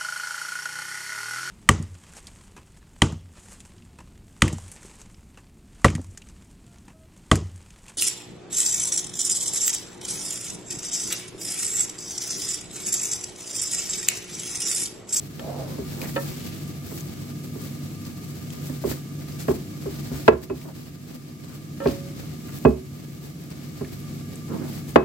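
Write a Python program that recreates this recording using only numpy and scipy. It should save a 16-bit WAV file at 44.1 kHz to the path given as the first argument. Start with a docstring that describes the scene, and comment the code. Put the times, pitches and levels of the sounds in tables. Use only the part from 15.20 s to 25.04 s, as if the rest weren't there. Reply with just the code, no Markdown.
"""First a kitchen hum starts a little quieter and comes up to its level while soft cheese fizzes; then a
spatula mashes it in a ceramic bowl on a towel. Wet curd smears and pops: showers of tiny clicks, rising notes
and short noise bursts. The blade rubs the glaze as filtered stick-slip clicks; the rim, the bowl and the
counter ring as fading tones. The hardest knocks overload the close phone microphone and make its gain control
duck."""
import sys
import numpy as np
from scipy import signal
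from scipy.fft import rfft, irfft, next_fast_len
from scipy.io import wavfile
from scipy.ndimage import uniform_filter1d, minimum_filter1d, map_coordinates

SR = 44100
rng = np.random.default_rng(int(sys.argv[2]) if len(sys.argv) > 2 else 0)


def unload_wav(signal):
    """Save mono or channel-first audio to the path in sys.argv[1] as 16-bit WAV at rate SR, clipped to [-1, 1]."""
    wavfile.write(
        sys.argv[1],
        SR,
        np.round(np.clip(np.atleast_2d(signal).T, -1, 1) * 32767).astype(np.int16),
    )


N = 433944
TOP_HZ = 16000  # highest filter frequency, and where the microphone cuts the top
T = np.arange(N) / SR  # seconds
RING = T[:SR // 2]  # half a second, the longest that one blow or pop may last


def undb(db):
    """Turn decibels into gain."""
    return 10 ** (np.asarray(db) / 20)


def unit(x):
    """Scale to rms 1."""
    return x / np.sqrt(np.mean(x ** 2) + 1e-18)


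def colour(x, points):
    """Shape the spectrum of x along a curve of (Hz, dB) points."""
    hz, db = np.transpose(points)
    length = x.shape[-1]
    padded_length = next_fast_len(length, True)
    padded = np.pad(x, [(0, 0), (0, padded_length - length)])
    bin_hz = np.fft.rfftfreq(padded_length, 1 / SR) + 1e-3  # keeps the logarithm finite
    gain = undb(np.interp(np.log(bin_hz), np.log(hz), db))
    return irfft(rfft(padded) * gain, padded_length)[:, :length]


def resonate(x, hz, width_hz):
    """Let x excite one resonance, with gain 1 at its centre."""
    sharpness = hz / min(width_hz, TOP_HZ)
    return signal.lfilter(*signal.iirpeak(min(hz, TOP_HZ), sharpness, fs=SR), x)


def soften(x, hz):
    """Roll off the treble gently above hz, as a soft contact does because it pushes longer."""
    return signal.lfilter(*signal.butter(1, min(hz, TOP_HZ), fs=SR), x)


def walk(rate):
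    """Drift randomly in straight lines between `rate` knots per second, with a spread near 1."""
    knots = rng.standard_normal(N // 100)
    return 1.2 * np.interp(T * rate, np.arange(len(knots)), knots)


def pair(size, split_hz=650, likeness=0.77):
    """Make noise for two close microphones: alike in the bass, unrelated in the treble."""
    mid, side = rng.standard_normal((2, size))
    side = side - likeness * soften(side, split_hz)
    return np.array([mid + side, mid - side])


def add(out, s, sound):
    """Mix a sound in at time s."""
    start = int(np.clip(s * SR, 0, N - 1))
    out[:, start:start + sound.shape[-1]] += sound[:, :N - start]


def grains(rate, spread_db, shared=0.034):
    """Scatter clicks of uneven size, `rate` per second, partly heard by both microphones; rms 1."""
    size = undb(spread_db * np.minimum(rng.exponential(size=N), 6))
    struck = rng.random(N) < rate / SR
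    chance = rng.standard_normal((3, N))
    return unit(size * struck * (chance[:2] + shared * chance[2]))


def ring(modes, lag_s, skew_limit=0.61, ring_times=1, spread=0.0028):
    """One blow sets off fading tones; neighbours swing opposite ways, a little out of step left to right."""
    hz, db, t60 = np.transpose(modes)[:, :, None]
    detune = 1 + spread * rng.standard_normal(hz.shape)
    turn = (-1) ** np.arange(len(hz))[:, None]
    skew = np.minimum(np.pi * hz * lag_s, skew_limit) * turn
    fade = turn * undb(db - 60 * RING / (t60 * ring_times))
    swing = 2 * np.pi * hz * detune * RING
    return np.array([(fade * np.sin(swing + way * skew)).sum(0) for way in (1, -1)])


def blow(x):
    """Scale a blow so that its first fiftieth of a second peaks near 1."""
    return x / (2.58 * np.sqrt(np.mean(x[:, :SR // 50] ** 2)))


def press(top_s, swell_s, release_s, roundness=1.03):
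    """Force of one press: it builds until the curd gives way, then lets go (roundness 1: pointed, 2: round)."""
    away = np.maximum((top_s - T) / swell_s, (T - top_s) / release_s)
    return np.exp(-np.clip(away, 0, 6) ** roundness)


# The blade presses into the curd. Each row: hardest moment in seconds, swell in seconds,
# release in seconds, smear level in dB, fizz of tearing films in dB relative to the smear.
PRESSES = [(0.03, 0.033, 0.058, -56, 8), (0.41, 0.18, 0.079, -43.5, -7), (0.69, 0.58, 0.09, -40.5, -7.5),
           (0.9, 0.14, 0.32, -38, -1), (1.27, 0.16, 0.2, -39.5, -2), (1.745, 0.049, 0.075, -40.5, 3.5),
           (1.85, 0.13, 0.28, -43.5, -6), (2.42, 0.27, 0.12, -48.5, 2), (3.02, 0.57, 1, -45, -3),
           (3.47, 0.022, 0.074, -46, 2.5), (3.715, 0.054, 0.06, -36.5, -0.5),
           (4.21, 0.084, 0.13, -40, -2.5), (4.315, 0.029, 0.033, -37.5, -0.5),
           (4.72, 0.086, 0.19, -40.5, -6), (4.96, 0.11, 0.096, -38, -4), (5.24, 0.024, 0.015, -37, -2),
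           (5.44, 0.035, 0.057, -40.5, -1.5), (5.66, 0.14, 0.089, -37, -7), (5.94, 0.11, 0.069, -38.5, -6),
           (6.34, 0.089, 0.041, -41, -5), (6.71, 0.095, 0.072, -34, -8), (7.02, 0.24, 0.25, -44, -10),
           (7.36, 0.14, 0.13, -42.5, -2), (8.04, 0.33, 0.1, -44, -3.5), (8.32, 0.017, 0.19, -43, -14),
           (8.77, 0.58, 0.14, -46.5, -4), (9.57, 0.16, 0.047, -40, -4.5), (9.695, 0.028, .025, -46, 0)]
# Tone colour of the smear. Each row: frequency in Hz, relative level in dB.
SMEAR_COLOUR = [(300, 18.5), (900, 1.5), (2200, 1), (3300, -1), (4700, 1.5), (8000, -11), (9400, -12),
                (16000, -21)]
# Tone colour of the fizz. Each row: frequency in Hz, relative level in dB.
FIZZ_COLOUR = [(2000, -9.5), (6000, -3), (8200, 0.5), (9400, -10), (11000, -1), (12600, 0), (16000, 0)]


def curd(creep_smear_db=-46.5, creep_fizz_db=-55, flicker_db=2.5):
    """Countless tiny films tear under the blade: a dense smear with a finer fizz on top, in small spurts."""
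    # between presses the blade keeps creeping through the cheese
    smear_power, fizz_power = undb(creep_smear_db) ** 2, undb(creep_fizz_db) ** 2
    for top_s, swell_s, release_s, db, fizz_db in PRESSES:
        tearing = undb(db) * press(top_s, swell_s, release_s)
        smear_power = smear_power + tearing ** 2
        fizz_power = fizz_power + (tearing * undb(fizz_db)) ** 2
    smear = unit(colour(grains(rate=9000, spread_db=1.0), SMEAR_COLOUR)) * np.sqrt(smear_power)
    fizz = unit(colour(grains(rate=5000, spread_db=0.5), FIZZ_COLOUR)) * np.sqrt(fizz_power)
    return (smear + fizz) * undb(flicker_db * walk(45))


# Air pockets pop in the curd. Each row: start in seconds, level in dB before the common trim,
# starting pitch in Hz.
POPS = [(0.195, -23.5, 3100), (0.816, -15.5, 2410), (0.817, -25, 4800), (0.845, -31, 5240),
        (0.816, -18, 11800), (0.843, -29, 1720), (0.857, -25.5, 2150), (0.858, -28, 1590),
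        (0.895, -32, 1890), (1.478, -26, 11000), (1.808, -22, 6700), (2.852, -25, 5000),
        (3.304, -21.5, 6700), (3.304, -30, 3160), (3.698, -18, 12000), (3.7155, -24, 5030),
        (3.7165, -31, 1890), (3.724, -24, 1650), (4.123, -31, 5100), (4.308, -37, 2720),
        (5.415, -26.5, 2240), (6.673, -16.5, 4250), (7.386, -21, 12000), (8.304, -24, 7500),
        (8.647, -25, 1750), (8.803, -27, 12000), (9.157, -22, 7940), (9.707, -26, 8900)]


def pops(cycles=55, width=0.21, note_share=0.37, rise_per_s=6, splash_db=-19, splash_t60_s=0.07, trim_db=-11.5):
    """Each pocket bursts with a tiny rising note, small ones die fastest, and leaves a brief wet splash."""
    out = np.zeros((2, N))
    for s, db, hz in POPS:
        chance = rng.standard_normal((3, len(RING)))
        burst = unit(resonate(chance[:2] + chance[2], hz, width * hz))
        note = np.sqrt(2) * np.sin(2 * np.pi * hz * RING * (1 + rise_per_s * RING / 2))
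        fade = undb(-60 * RING * hz / cycles)  # 60 dB down after this many cycles
        pop = (np.sqrt(note_share) * note + np.sqrt(1 - note_share) * burst) * fade
        splash = burst * undb(splash_db - 60 * RING / splash_t60_s)
        add(out, s, undb(db + trim_db) * (pop + splash))
    return out


# The blade rubs over the glaze. Each row: start in seconds, strongest moment in seconds, end in seconds,
# level in dB, centre at the start in Hz, width in Hz, slide in octaves.
RUBS = [(0.191, 0.28, 0.64, -36, 610, 247, -.35), (0.268, 0.37, 0.55, -41, 740, 200, -.3),
        (0.3, 0.33, 0.75, -51, 1080, 380, -0.23), (0.828, 0.848, 0.885, -42, 1950, 900, 0.022),
        (0.768, 0.827, 0.92, -36, 310, 560, -0.016), (1.06, 1.212, 1.6, -46.5, 3400, 4600, 0.0066),
        (4.19, 4.207, 4.27, -41, 6000, 11000, 0.045), (4.901, 4.95, 4.99, -46, 1000, 1000, 0.24),
        (5.444, 5.492, 5.53, -35.5, 537, 540, -0.015), (5.449, 5.478, 5.5, -29.5, 315, 140, -0.029),
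        (6.26, 6.33, 6.37, -51, 1290, 800, 0.024), (6.655, 6.675, 6.695, -41.5, 2490, 200, 0.083),
        (7.28, 7.294, 7.315, -46, 1400, 1130, -0.044), (9.29, 9.34, 9.42, -27.5, 249, 210, -0.0043),
        (9.39, 9.417, 9.55, -32.5, 250, 248, 0.024), (9.276, 9.33, 9.42, -42.5, 1020, 430, -0.044),
        (9.343, 9.425, 9.54, -46, 690, 1100, 0)]


def rubs(slips_per_s=3000, landing=0.25, cushion=2.0, lumps_db=1.1):
    """The blade sticks and slips over lumpy cheese: it lands, presses harder, lifts; its bend slides the pitch."""
    out = np.zeros((2, N))
    slips = grains(slips_per_s, spread_db=0.7, shared=0.77) * undb(lumps_db * walk(70))
    for start, top, end, db, hz, width_hz, octaves in RUBS:
        t = T[int(start * SR):int(end * SR)]
        stroke = np.interp(t, [start, top, end], [landing, 1, 0])
        # reading the scrape faster or slower slides its pitch
        travel = np.cumsum(2 ** np.linspace(0, octaves, len(t)))
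        path = slips[:, int(start * SR):][:, :int(travel[-1]) + 2]
        scrape = resonate(soften(path, cushion * hz), hz, width_hz)
        scrape = resonate(scrape, hz, 2 * width_hz)
        scrape = np.array([map_coordinates(channel, [travel], order=3) for channel in scrape])
        add(out, start, undb(db) * stroke * unit(scrape))
    return out


# Tone colour of the short contact noise. Each row: frequency in Hz, relative level in dB.
CRACK_COLOUR = [(100, -26), (200, 8), (450, 9.5), (1000, 2), (2500, -8.5), (5000, -21.5), (9000, -20),
                (16000, -13)]


def crack(db, t60_s):
    """Two hard surfaces meet: a short fading burst of coloured noise."""
    return unit(colour(pair(len(RING)), CRACK_COLOUR)) * undb(db - 60 * RING / t60_s)


# The spatula clacks on the rim. Each row: start in seconds, level in dB, contact sharpness in Hz,
# ring time as a multiple (short while the blade stays pressed on).
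CLACKS = [(0.195, -32, 3500, .45), (0.961, -21.5, 5000, .8), (0.965, -17, 5000, .85),
          (0.977, -20, 3000, .7), (3.4974, -32, 1000, .16), (3.715, -29.5, 2600, .12),
          (6.602, -23.5, 1690, 2), (6.6185, -25, 1300, 1.7), (6.640, -28, 1300, 1.4),
          (6.679, -27, 2000, .8)]
# What that contact rings with. Each row: frequency in Hz, relative level in dB,
# time to fade by 60 dB in seconds before the clack's multiple.
RIM_TONES = [(298, -5, 0.03), (554, 0, 0.15), (700, -12, 0.055), (930, -7, 0.094), (1210, -12, 0.038),
             (1330, -4.5, 0.12), (1620, -10, 0.082), (1796, -3, 0.12), (2370, -15, .045), (2470, -8, .04),
             (2956, -9.5, 0.078), (3510, -12, .04), (4370, -10.5, 0.053)]


def clacks(tick_db=0, tick_t60_s=0.061):
    """The stiff handle strikes the rim and chatters along it; the rim rings on when the blade lifts away."""
    out = np.zeros((2, N))
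    for s, db, sharp_hz, ring_times in CLACKS:
        tick = crack(tick_db, tick_t60_s * min(ring_times, 1))
        rim = ring(RIM_TONES, lag_s=0.00031, ring_times=ring_times)
        clack = soften(soften(rim + tick, sharp_hz), sharp_hz)
        add(out, s, undb(db) * blow(clack))
    return out


def roll(end_hz, swell_s, lag_s=0.00048, start_ratio=1.51, settle_share=0.46):
    """The foot of the bowl rolls into the towel: a hollow note that swells, drops in pitch and dies."""
    age = RING / swell_s
    # the note starts higher by start_ratio and settles within settle_share of its swell
    hz = end_hz * (1 + (start_ratio - 1) * np.exp(-age / settle_share))
    skew = np.pi * end_hz * lag_s * np.array([[1], [-1]])
    swell = age * np.exp((1 - age ** 2) / 2)
    return swell * np.sin(2 * np.pi * np.cumsum(hz) / SR + skew)


# The bowl rocks onto the counter. Each row: start in seconds, blow level in dB, contact sharpness in Hz,
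# thump of the counter in dB relative to the blow and before its common boost, left minus right in dB,
# rolling note of the foot in dB, pitch it settles on in Hz, its swell in seconds.
KNOCKS = [(0.583, -26.5, 400, -6, 5, -29, 383, 0.018), (1.716, -33, 890, -18, 0, -43, 399, 0.012),
          (2.354, -32, 400, -7, 0, -36, 396, 0.011), (3.4963, -38, 1000, 3, -1, -35, 271, 0.008),
          (3.639, -25, 1500, -10, 3, -25.5, 513, 0.0068), (3.644, -26.5, 500, -8, -2.5, -18, 368, 0.0094),
          (3.670, -27, 500, -10, 2, -22.5, 327, 0.0071), (4.282, -16, 2600, -12, 0.5, -13.5, 386, .012),
          (4.306, -18.5, 710, -11.5, 5, -17.5, 326, 0.0077), (4.657, -28.5, 1100, -5, 4, -23.5, 387, 0.015),
          (4.915, -28.5, 380, -3.5, 4, -34, 328, 0.019), (5.0795, 3, 4400, -24.5, 0.5, 2.5, 420, 0.0084),
          (5.109, -29, 600, 4, 2, -25, 327, 0.0047), (5.135, -33, 400, 5, 3, -25, 430, .008),
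          (5.299, -18, 2300, -11, 0.5, -14.5, 373, 0.012), (5.326, -31.5, 500, -2, 3, -21.5, 286, 0.0061),
          (6.657, -13.5, 1900, -10, 2, -8.5, 392, 0.0096), (6.681, -23, 500, -18, 3.5, -19, 272, 0.0064),
          (7.4504, -3.5, 1500, -10, -1, -8, 612, 0.0052), (7.465, -19.5, 597, -7, -3.5, -5.5, 395, 0.0082),
          (7.482, -27, 400, 3.5, 2, -11.5, 235, 0.011), (7.51, -32, 500, -5, 3, -26, 420, .013),
          (8.61, -26, 1100, -7.5, -1, -21.5, 395, 0.0091), (9.758, 3.5, 3440, -24.5, 2, 3, 421, 0.0053)]
# The loaded bowl on the counter. Each row: frequency in Hz, relative level in dB,
# time to fade by 60 dB in seconds.
BOWL_TONES = [(218.5, -15, 0.26), (278, -18, 0.27), (331, -8.5, 0.19), (371, -12, 0.38),
              (427.3, -3.5, 0.14), (470, 3, 0.013), (564, -10, 0.14), (617, -4.5, 0.084),
              (682, -11.5, 0.15), (828, -11.5, 0.11), (975, -6, 0.042), (1064, -5.5, 0.076),
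              (1140, -12.5, 0.074), (1343, -7, 0.046), (1594, 0.5, 0.02), (1678, -9, 0.05),
              (1980, -8, 0.038), (2543, -13, 0.056), (2910, -13, 0.032), (3450, -14, .02),
              (4660, -22, 0.045)]
# The dull shudder that follows a knock. Each row: frequency in Hz, relative level in dB.
SHUDDER_COLOUR = [(60, -28), (160, -3), (260, -15.5), (420, -8), (900, -15), (1800, -24), (3500, -32),
                  (16000, -67)]
# The counter under the towel. Each row: frequency in Hz, relative level in dB, time to fade by 60 dB in seconds.
COUNTER_TONES = [(68.6, -8.5, 0.28), (88, -7.5, 0.12), (146.4, 4, 0.094), (255.5, 1.5, 0.16)]


def knocks(crack_db=-2, crack_t60_s=0.049, shudder_db=-17, shudder_t60_s=0.24, rattle_db=4.0,
           push_cycles=8.4, thump_rise_s=0.0046, thump_boost_db=6.0):
    """The bowl lands with a crack, rings, damped by cheese, and rolls on its foot; the counter thumps late."""
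    out = np.zeros((2, N))
    for s, db, sharp_hz, thump_db, left_db, roll_db, roll_hz, swell_s in KNOCKS:
        shudder_fade_db = shudder_db - 60 * RING / shudder_t60_s + rattle_db * walk(78)[:len(RING)]
        shudder = unit(colour(pair(len(RING)), SHUDDER_COLOUR)) * undb(shudder_fade_db)
        # the shifting cheese retunes the bowl a little at each landing
        bowl = ring(BOWL_TONES, lag_s=0.00028, spread=0.011)
        # a landing cushioned by the towel builds up slowly and stays dull
        body = (bowl + shudder) * (1 - np.exp(-RING * sharp_hz / push_cycles))
        body = body + crack(crack_db, crack_t60_s)
        body = blow(soften(soften(body, sharp_hz), sharp_hz))
        counter = ring(COUNTER_TONES, lag_s=0.00018) * (1 - np.exp(-RING / thump_rise_s))
        thump = counter * undb(thump_db + thump_boost_db)
        knock = undb(db) * (body + thump) + undb(roll_db) * roll(roll_hz, swell_s)
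        balance = undb(np.array([[left_db], [-left_db]]) / 2)
        add(out, s, balance * knock)
    return out


# A knock that shakes the cheese off the wall lets it sing on. Each row: start in seconds, level in dB,
# pitch in Hz, time to fade by 60 dB in seconds.
WALL_RINGS = [(6.679, -35, 552, 0.86), (5.081, -22, 2600, 0.12), (5.299, -41, 2570, 0.12),
              (7.45, -31.5, 2544, 0.19), (7.451, -43, 4480, 0.075), (9.759, -32, 2570, 0.4)]


def wall():
    """The freed ceramic wall rings with a thin clear note."""
    out = np.zeros((2, N))
    for s, db, hz, t60 in WALL_RINGS:
        add(out, s, ring([(hz, db, t60)], lag_s=0.00006))
    return out


def room(x, wet_db=-19, t60_s=0.22):
    """Tiles and cupboards return a short dull tail."""
    tail = soften(pair(len(RING)), 1760) * undb(-60 * RING / t60_s)
    tail = tail * (RING > 0.006)  # the first echo comes a little late
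    tail /= np.sqrt(np.sum(tail ** 2) / 2)
    return x + undb(wet_db) * signal.fftconvolve(x, tail, axes=1)[:, :N]


# The bowl radiates unevenly towards the two microphones. Each row: frequency in Hz, left minus right in dB.
LEFT_RIGHT_TILT = [(150, -3), (300, -5), (600, -4.5), (1200, 2), (2400, 1.5), (5000, 2.5), (16000, 2.5)]


def lean(x):
    """Uneven radiation colours the two channels in opposite ways, half of the tilt each."""
    tilt = np.array(LEFT_RIGHT_TILT)
    left = colour(x[:1], tilt * [1, 0.5])
    right = colour(x[1:], tilt * [1, -0.5])
    return np.vstack([left, right])


# Tone colour of the kitchen air. Each row: frequency in Hz, relative level in dB.
AIR_COLOUR = [(20, -31), (45, -56), (70, -4.5), (115, -5), (150, 6), (200, -2), (240, -2.5), (340, -7.5),
              (480, -20), (950, -41.5), (2200, -35), (7500, -32), (9400, -39), (12500, -34.5), (16000, -46)]
# Tones of an appliance motor. 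Each row: centre frequency in Hz, level in dB, width of the pitch drift in Hz.
MOTOR_TONES = [(73.8, -83, 4), (101, -48.5, 1.5), (143.7, -40, 5), (239, -47, 5.4), (301, -51.5, 3)]
# Air whistles faintly in the appliance's fan duct. Each row: frequency in Hz, level in dB, width in Hz.
DUCT_WHISTLES = [(685, -59.5, 66), (1196.4, -57, 37), (1665, -65.5, 23), (2183, -61, 140), (2750, -70, 67)]


def kitchen(air_db=-37.0, start_db=-4, swell_s=0.55):
    """An appliance drones with wavering tones over rushing air and duct whistles; the hum starts a little
    quieter and reaches its level within half a second."""
    out = unit(colour(pair(N, split_hz=1700), AIR_COLOUR)) * undb(air_db)
    for hz, db, width_hz in MOTOR_TONES:
        drifting_hz = hz + width_hz / 2 * walk(3 * width_hz)
        phase = 2 * np.pi * np.cumsum(drifting_hz) / SR
        out += np.sqrt(2) * undb(db + 1.85 * walk(2 * width_hz)) * np.sin(phase)
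    draught = pair(N)
    for hz, db, width_hz in DUCT_WHISTLES:
        out += undb(db) * unit(resonate(draught, hz, width_hz))
    return out * undb(np.interp(T, [0, swell_s], [start_db, 0]))


def scene():
    """Everything that happens in the bowl, in the humming kitchen."""
    bowl = curd() + pops() + rubs() + clacks() + knocks() + wall()
    return lean(room(bowl)) + kitchen()


def gain_control(x, threshold_db=-14, slope=0.39, recover_db_per_s=6.0, attack_s=0.0066, hold_samples=36001):
    """Loud moments turn the gain down; it holds for most of a second and then creeps back."""
    power = uniform_filter1d(np.mean(x ** 2, 0), SR // 100)
    loud_db = 10 * np.log10(np.maximum(power, 1e-12))
    headroom_db = np.minimum(threshold_db - loud_db, 0)  # negative when too loud
    # the shifted window looks back in time, which holds each cut
    held_db = minimum_filter1d(headroom_db, hold_samples, origin=hold_samples // 2, mode="constant")
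    recovery_db = recover_db_per_s * T
    cut_db = np.maximum.accumulate(-slope * held_db + recovery_db) - recovery_db
    return x * undb(-soften(cut_db, 1 / (2 * np.pi * attack_s)))


def record(dry, low_hz=46):
    """The phone sheds the deep bass, ducks after hard knocks, clips what is still too loud and cuts the top."""
    heard = signal.sosfilt(signal.butter(3, low_hz, "high", fs=SR, output="sos"), dry)
    clipped = np.clip(gain_control(heard), -1, 1)
    return signal.sosfilt(signal.ellip(10, 0.2, 70, TOP_HZ, fs=SR, output="sos"), clipped)


dry = scene()
out = record(dry)
unload_wav(out)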